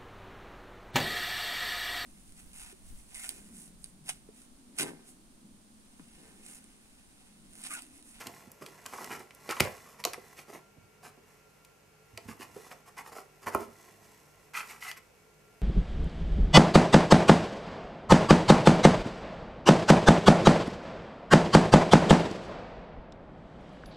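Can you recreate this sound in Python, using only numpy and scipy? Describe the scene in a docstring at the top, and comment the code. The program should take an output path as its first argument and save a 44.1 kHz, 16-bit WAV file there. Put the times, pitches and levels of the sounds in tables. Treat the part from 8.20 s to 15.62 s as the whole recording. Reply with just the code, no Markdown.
"""Kitten in a cardboard box

A kitten rolls about in a cardboard box on a sofa: claws and fur scrape the card, claws snap free, the box knocks.
Scrapes are random stick-slip forces driving card filters; snaps are short noise bursts; knocks are damped modes.
Soft noise makes the sofa cloth, and decaying noise tails make a short furnished room.
Coloured noise and wavering sines lie under it all as room air, hiss and a faint motor and mains hum."""
import sys
import numpy as np
from scipy import signal
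from scipy.fft import rfft, irfft, next_fast_len
from scipy.io import wavfile
from scipy.ndimage import map_coordinates

SR = 44100
rng = np.random.default_rng(int(sys.argv[2]) if len(sys.argv) > 2 else 0)


def master_out(mix):
    """Clip the mix to full scale and print it as 16-bit PCM to the path in sys.argv[1]."""
    frames = np.transpose(np.atleast_2d(mix))
    ceiling = np.clip(frames, -1, 1)
    pcm = np.round(ceiling * 32767).astype(np.int16)
    wavfile.write(sys.argv[1], SR, pcm)


N = 327125  # length in samples


def amp(db):
    """Decibels to gain."""
    return 10 ** (np.asarray(db) / 20)


def unit(x):
    """x at rms 1."""
    return x / np.sqrt(np.mean(x ** 2) + 1e-20)


def along(points, hz):
    """(Hz, value) points read on a log frequency axis."""
    f, v = np.transpose(points)
    return np.interp(np.log(hz + 1), np.log(f + 1), v)


def wobble(rate, size):
    """A smooth random curve, rate knots a second."""
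    knots = rng.standard_normal(int(size * rate / SR) + 4)
    return map_coordinates(knots, [np.arange(size) * rate / SR])


def filtered(x, gain):
    """x times a gain that depends on frequency."""
    m = next_fast_len(N + SR // 2)
    spectrum = rfft(x, m) * gain(np.fft.rfftfreq(m, 1 / SR))
    return irfft(spectrum, m)[..., :N]


def ring(colour_db, size=4096):
    """Minimum-phase impulse response of energy 1 with the given colour, by folding the cepstrum."""
    magnitude = amp(colour_db(np.fft.rfftfreq(size, 1 / SR)))
    cepstrum = irfft(np.log(magnitude + 1e-6))
    cepstrum[1:size // 2] *= 2
    cepstrum[size // 2 + 1:] = 0
    h = irfft(np.exp(rfft(cepstrum)))
    return h / np.linalg.norm(h)


def hump_db(hz, centre, octaves, skirt_db):
    """A broad hump whose sides fall by skirt_db for every width further out."""
    widths_out = np.log2((hz + 1) / centre) / octaves
    return -skirt_db * (np.hypot(1, widths_out) - 1)


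def add(track, s, sound):
    """Mix sound into track from time s."""
    start = round(s * SR)
    part = sound[max(-start, 0):N - start]
    track[max(start, 0):][:len(part)] += part


# colour of room air and hiss: f/Hz, relative level/dB per Hz
AIR_COLOUR = [(25, -21), (60, -13), (150, -3.5), (300, -14), (440, 2), (620, -10.5), (800, -8.5),
              (1150, -12.5), (1400, -9), (2000, -12), (2800, -12.5), (3500, -19.5), (6000, -17),
              (14500, -24.5)]
# how alike the air is in the two channels: f/Hz, correlation
AIR_LIKENESS = [(60, .3), (180, 0.051), (550, 0.05), (1650, 0.078), (5000, 0.14), (15000, 0.24)]
# motor and mains hum lines: f/Hz, level/dB rms before waver and trim
HUM_LINES = [(51, -80.5), (102, -81), (150.3, -74), (199.2, -77.5), (428, -76.5), (1378.3, -75.5),
             (2250, -80.5), (2550, -84), (2756, -84)]


def background(air_db=-64, waver_rad=0.56, waver_db=2.3, hum_trim_db=1.0):
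    """Room air and microphone hiss as noise, with the wavering lines of a small motor and mains hum."""
    def turn(hz):
        return np.arccos(np.clip(along(AIR_LIKENESS, hz), -1, 1)) / 2

    def mid_side_gain(hz):
        return amp(along(AIR_COLOUR, hz)) * [np.cos(turn(hz)), np.sin(turn(hz))]

    mid, side = filtered(rng.standard_normal((2, N)), mid_side_gain)
    air = amp(air_db) * unit(np.array([mid + side, mid - side]))
    t = np.arange(N) / SR
    hum = np.zeros(N)
    for hz, db in HUM_LINES:
        level = amp(db + waver_db * wobble(11, N))
        hum += level * np.sin(2 * np.pi * hz * t + waver_rad * wobble(30, N))
    return air + np.sqrt(2) * amp(hum_trim_db) * hum  # sqrt(2): rms to peak


# length of the room's tail: f/Hz, t60/s
ROOM_T60 = [(100, 0.25), (500, 0.34), (2000, 0.32), (6000, 0.24), (14000, 0.29)]
# stereo spread of the tail: f/Hz, gain on the side signal
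ROOM_SPREAD = [(100, 0.22), (500, 0.47), (1500, 0.67), (5000, 0.5), (14000, 1.4)]
# strength of the tail: f/Hz, level/dB re direct sound
ROOM_STRENGTH = [(100, -1), (250, -9.5), (500, -5.5), (1500, -9.5), (5000, -10), (14000, -13)]


def room(x, delay_s=0.00087, count=24):
    """A short diffuse tail, drawn anew for each equal stretch of time so that no single comb colours the whole."""
    out = np.zeros((2, N))
    edges = np.linspace(0, N, count + 1).astype(int)
    for start, end in zip(edges, edges[1:]):
        hz, t, z = signal.stft(rng.standard_normal((2, SR // 2)), SR, nperseg=256)
        decay = amp(-60 * t / along(ROOM_T60, hz)[:, None])
        tails = signal.istft(z * decay, SR, nperseg=256)[1]
        onset = 1 - np.exp(-(np.arange(tails.shape[1]) / SR / delay_s) ** 2)
        for track, tail in zip(out, tails * onset):
            add(track, start / SR, signal.fftconvolve(x[start:end], tail / np.linalg.norm(tail)))
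    mid = out[0]
    side = filtered(out[1], lambda hz: along(ROOM_SPREAD, hz))
    return filtered(np.array([mid + side, mid - side]), lambda hz: amp(along(ROOM_STRENGTH, hz)))


# how hard the body rubs along the box: t/s, level/dB
WRIGGLE_LEVEL = [(0, -55), (.18, -57), (.36, -69.5), (.85, -53.5), (1.12, -71.5), (1.27, -55),
                 (1.55, -58.5), (1.72, -68), (2.1, -67), (2.55, -78.5), (3.1, -74), (3.8, -78),
                 (4.1, -64.5), (4.44, -61.5), (4.62, -72), (5.15, -71), (5.6, -65), (6.25, -72),
                 (7.42, -76)]


def wriggling():
    """Level of the body's rubbing at each sample, dB."""
    return np.interp(np.arange(N) / SR, *np.transpose(WRIGGLE_LEVEL))


# colour of the cloth's rustle: f/Hz, relative level/dB per Hz
CLOTH_COLOUR = [(25, -12), (55, -7), (100, 1), (220, -2), (480, -2), (800, -3.5), (1500, -19.5),
                (4000, -26)]


def cushion(mean_db=-67.5, follows=.35, lumps_db=0.5):
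    """Fur and card drag softly over the sofa's cloth: noise that gains follows dB per dB of wriggling."""
    wriggle_db = wriggling()
    level_db = mean_db + follows * (wriggle_db - wriggle_db.mean())
    drag = unit(filtered(rng.standard_normal(N), lambda hz: amp(along(CLOTH_COLOUR, hz))))
    return drag * amp(level_db + lumps_db * wobble(14, N))


# resonances of the box: f/Hz, width/Hz, lift/dB before each sound's own weighting
BOX_MODES = [(103, 21, 5), (171, 17, 0), (234.7, 65, 6.5), (323, 34, 1), (396.4, 78, 5.5), (486, 140, 2.5),
             (582, 40, -1.5), (701, 135, 5), (843, 153, 5.5), (963, 23, 7), (1078, 177, 10),
             (1316, 120, 8.5), (1984, 150, 7), (2290, 1130, 10.5), (2950, 250, 7), (3740, 98, -4.5),
             (4500, 390, 6.5), (4870, 64, 9)]


def box_db(hz):
    """How much the box's resonances lift each frequency."""
    return sum(db / (1 + (2 * (hz - centre) / width) ** 2) for centre, width, db in BOX_MODES)


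def slips(size, rate, scatter_db, smooth_db):
    """Stick-slip force: tiny releases of uneven size over a smooth rub."""
    hit = rng.random(size) < rate / SR
    spread_db = scatter_db * np.clip(rng.standard_normal(size), -2, 2)
    releases = hit * amp(spread_db) * rng.choice([-1, 1], size)
    return unit(unit(releases) + amp(smooth_db) * rng.standard_normal(size))


def reflected(x, strength=0.22, latest_s=.003, count=5):
    """x with copies from the box's near walls; they comb each sound differently."""
    walls = np.zeros(SR // 100)
    walls[0] = 1
    lags = (rng.uniform(.08, 1, count) * latest_s * SR).astype(int)
    walls[lags] += strength * rng.choice([-1, 1], count)
    return signal.fftconvolve(x, walls / np.linalg.norm(walls))


# colour of the walls flexing: f/Hz, relative level/dB per Hz
WALL_COLOUR = [(30, -42), (70, -19), (130, -5.5), (250, -0.5), (420, 0), (650, -2), (1200, -22.5),
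               (3000, -59.5)]
# colour of the card's fibres catching: f/Hz, relative level/dB per Hz
FIBRE_COLOUR = [(1200, -51), (2800, 2), (3900, -2), (5000, 3.5), (8000, 1.5), (10500, 0.5), (13000, 0),
                (15500, -20)]
# what a card panel radiates: f/Hz, relative level/dB
PANEL_COLOUR = [(200, -2.5), (450, -7), (750, 4.5), (1500, 0), (2100, -1.5), (2600, 0.5), (3300, -5.5),
                (4500, -1), (7000, -20)]


def scrape(pressure, db, panel_hz, flex_db, grit_db, judder_db=2.5, lightness=.45):
    """Slips under a pressure drive the wall, the panel under the paw and the surface fibres."""
    size = len(pressure)
    flex = ring(lambda hz: along(WALL_COLOUR, hz) + 1.16 * box_db(hz))
    grit = ring(lambda hz: along(FIBRE_COLOUR, hz))
    panel = ring(lambda hz: hump_db(hz, panel_hz, octaves=0.73, skirt_db=12)
                 + along(PANEL_COLOUR, hz) + 0.76 * box_db(hz))
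    # a light touch hardly bends the wall and slips in finer steps
    fine = amp(-lightness * flex_db)
    judder = amp(judder_db * wobble(190, size))
    force = pressure * judder * slips(size, rate=850 * fine, scatter_db=5.0, smooth_db=-8.5)
    # single fibres letting go
    catches = pressure * slips(size, rate=450 * fine, scatter_db=4.0, smooth_db=-1)
    out = np.zeros(size + SR // 8)
    for drive, part, part_db in (force, panel, 0), (force, flex, flex_db), (catches, grit, grit_db):
        sound = reflected(signal.fftconvolve(drive, part))
        level = amp(db + part_db) * np.linalg.norm(pressure) / np.linalg.norm(sound)
        out[:len(sound)] += level * sound
    return out


def fur(touch_db=-57, uneven_db=2):
    """The kitten's coat brushes the card in one long, light, uneven scrape."""
    pressure = amp(wriggling() - touch_db + uneven_db * wobble(12, N))
    return scrape(pressure, touch_db, panel_hz=1410, flex_db=-5, grit_db=-1.0)[:N]


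# body and paws bumping the walls: t/s, level/dB, f/Hz
WALL_BUMPS = [(.068, -46, 180), (.092, -49.5, 526), (.272, -51.5, 178), (1.289, -33, 407),
              (1.404, -19, 370), (1.407, -22.5, 126), (1.419, -29.5, 385), (1.852, -26.5, 630),
              (1.977, -44.5, 430), (2.563, -55.5, 252), (2.578, -50, 100), (2.975, -55.5, 419),
              (3.934, -51, 115), (3.979, -45, 550), (4.054, -48, 130), (4.086, -36.5, 193),
              (4.106, -43, 200), (4.198, -45.5, 297), (4.363, -39.5, 355), (5.263, -42.5, 199),
              (5.348, -16.5, 960), (5.35, -20, 348), (5.411, -53, 380), (5.478, -52, 219)]


def knocks(attack_s=0.0018, octaves=.45, hard_db=-19, hard_t60_s=0.027, db_per_halving=21):
    """A bump rings the box's modes around its own pitch; harder ones are damped faster by cushion and fur."""
    out = np.zeros(N)
    t = np.arange(SR // 3) / SR
    hz, _, lift = np.transpose(BOX_MODES)
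    for s, db, pitch_hz in WALL_BUMPS:
        t60 = hard_t60_s * 2 ** ((hard_db - db) / db_per_halving)
        uneven_db = 2 * rng.standard_normal(len(hz))
        weight = amp(lift + hump_db(hz, pitch_hz, octaves, skirt_db=7.5) + uneven_db)
        # the kitten's weight bends the walls and detunes them, here at random
        bent = hz * (1 + .03 * rng.standard_normal(len(hz)))
        modes = weight * rng.choice([-1, 1], len(hz)) @ np.sin(2 * np.pi * bent[:, None] * t)
        envelope = amp(-60 * t / t60) * (1 - np.exp(-t / attack_s))
        add(out, s, amp(db + 7) * modes / np.linalg.norm(weight) * envelope)
    return out


# claws and card edges snapping free: t/s, level/dB, f/Hz
CLAW_SNAPS = [(.07, -32.5, 4570), (.3175, -42, 11200), (0.4217, -42.5, 1100), (0.463, -39, 3100),
              (0.6623, -32, 6540), (.74, -40, 1080), (.784, -35.5, 890), (.8445, -35.5, 5460),
              (1.1076, -45.5, 1800), (1.149, -46.5, 11000), (1.2917, -30.5, 1700), (1.31, -27, 3000),
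              (1.3681, -35, 1190), (1.4, -22.5, 2200), (1.4039, -15, 2470), (1.4058, -12, 2880),
              (1.423, -35, 2700), (1.45, -40, 3000), (1.8401, -26.5, 2900), (1.8515, -16.5, 4560),
              (1.9342, -31.5, 4220), (3.449, -50, 6000), (3.9757, -33.5, 3050), (4.087, -47, 1600),
              (4.5161, -46, 1500), (4.8626, -44.5, 1290), (5.2712, -40, 1090), (5.3484, -28, 12500),
              (5.407, -45, 9000), (6.344, -41, 2020), (6.7145, -32, 2390)]


def snaps(pitch_shortens=0.27, force_shortens=0.23):
    """A claw tears loose in milliseconds of breaking fibres; high and hard snaps are over soonest."""
    usual_db, usual_hz, usual_t60_s, rise_s = -35, 2000, 0.019, 0.00058
    # snaps are broadest at this pitch, how broad, and how far off they narrow
    crack_hz, crack_octaves, crack_reach_octaves = 3470, 1.27, 2.05
    out = np.zeros(N)
    t = np.arange(-SR // 80, SR // 20) / SR
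    for s, db, pitch_hz in CLAW_SNAPS:
        t60 = usual_t60_s * (usual_hz / pitch_hz) ** pitch_shortens * amp(force_shortens * (usual_db - db))
        octaves = crack_octaves * np.exp(-(np.log2(pitch_hz / crack_hz) / crack_reach_octaves) ** 2)
        tear = np.exp(np.minimum(t, 0) / rise_s) * amp(-60 * np.maximum(t, 0) / t60)
        card = ring(lambda hz: hump_db(hz, pitch_hz, octaves, skirt_db=9.5) + .5 * box_db(hz))
        crack = signal.fftconvolve(tear * rng.standard_normal(len(t)), card)
        add(out, s + t[0], amp(db) * crack * np.linalg.norm(tear) / np.linalg.norm(crack))
    return out


# strokes on the card, by paws and, at 1.39, 1.853, 5.306 and 5.379 s, by the box sliding after it lands:
# nominal start t/s, nominal length/s, level/dB before the mix trim, # panel pitch f/Hz, wall flex level/dB re
# panel
CARD_STROKES = [(0, 0.033, -45, 1830, -7), (.05, 0.042, -48.5, 1590, 1), (0.407, .04, -48, 1170, 4),
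                (0.441, 0.083, -59.5, 1190, 4.5), (.653, .022, -43.5, 1410, -8),
                (0.67, 0.068, -59, 1390, -8), (.711, 0.072, -42.5, 1050, -6.5),
                (.772, 0.089, -45.5, 1000, -1.5), (.887, 0.095, -40, 1430, -5),
                (.98, 0.057, -50.5, 1250, 0.5), (1.287, 0.039, -34.5, 1640, -7),
                (1.314, 0.021, -31.5, 1320, -23), (1.349, .07, -46, 1150, -16),
                (1.39, .13, -43.5, 1350, 1.5), (1.601, .22, -59, 1080, -4), (1.781, 0.042, -50, 1500, -6),
                (1.853, 0.039, -42, 884, -0.5), (1.932, 0.019, -40, 1670, -13),
                (2.161, 0.074, -51, 1920, -7), (2.267, 0.077, -55, 1150, 4.5), (2.313, 0.081, -49, 1230, 0),
                (2.818, 0.09, -51.5, 1460, -4), (4.073, 0.072, -49, 1430, -9.5),
                (4.189, .072, -46.5, 1750, -10), (4.331, .09, -57.5, 1200, -3),
                (4.456, .03, -54, 1170, -2.5), (4.503, 0.039, -46.5, 1110, -5.5),
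                (4.654, .06, -55, 1070, -12), (4.764, .06, -42, 1300, -14), (4.839, 0.084, -52, 1180, -8),
                (4.913, 0.038, -48, 1050, -2.5), (4.938, 0.092, -45, 1060, -4.5),
                (5.214, 0.047, -52, 1050, -7), (5.256, .052, -32.5, 1020, -8.5),
                (5.306, 0.089, -44.5, 1100, -3.5), (5.379, 0.087, -47, 960, 2.5),
                (5.802, .1, -68, 1700, -7.5), (6.328, 0.11, -34.5, 1800, -25), (6.419, .2, -52, 1650, -11),
                (6.487, 0.047, -48.5, 1930, -14), (6.599, 0.096, -43, 1890, -22.5),
                (6.652, 0.086, -42, 1900, -26), (6.76, 0.034, -50.5, 1870, -14)]


def strokes(shape=1.85, catch_share=.42):
    """A stroke catches for catch_share of its length, drags and eases off; light, high strokes are the
    grittiest."""
    usual_db, usual_hz = -47, 1300
    # fibre noise re panel: in a usual stroke, its change with level, with pitch
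    usual_grit_db, grit_db_per_db, grit_db_per_octave = -6, -0.37, 4.5
    out = np.zeros(N)
    for s, length, db, panel_hz, flex_db in CARD_STROKES:
        rise, fall = catch_share * length, (1 - catch_share) * length
        t = np.arange(-round(.85 * rise * SR), round(1.3 * fall * SR)) / SR  # 0 at the firmest press
        pressure = np.exp(-2 * np.abs(np.where(t < 0, t / rise, t / fall)) ** shape)
        grit_db = usual_grit_db + grit_db_per_db * (db - usual_db)
        grit_db += grit_db_per_octave * np.log2(panel_hz / usual_hz)
        add(out, s + rise + t[0], scrape(pressure, db, panel_hz, flex_db, grit_db))
    return out


# lean of the box and its room sound to the right: f/Hz, right over left level/dB
RIGHT_LEAN = [(60, 6), (250, 5), (600, 2.5), (1100, 1.5), (2000, 0.2), (4000, 0.1), (8000, 1.5),
              (12000, 2.5)]


def scene(low_cut_hz=63, stroke_trim_db=-0.46):
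    """The box sits slightly right of centre; a microphone low cut thins the deep bass of the box sounds."""
    box = amp(stroke_trim_db) * strokes() + fur() + snaps() + knocks()
    low_cut = signal.butter(3, low_cut_hz, "high", fs=SR, output="sos")
    box = signal.sosfilt(low_cut, box) + cushion()
    heard = filtered(box + room(box), lambda hz: amp(np.outer([-.5, .5], along(RIGHT_LEAN, hz))))
    return heard + background()


def record(dry, top_hz=14600):
    """A very steep low-pass removes nearly everything above the band limit."""
    return filtered(dry, lambda hz: 1 / np.sqrt(1 + (hz / top_hz) ** 160))


dry = scene()
out = record(dry)
master_out(out)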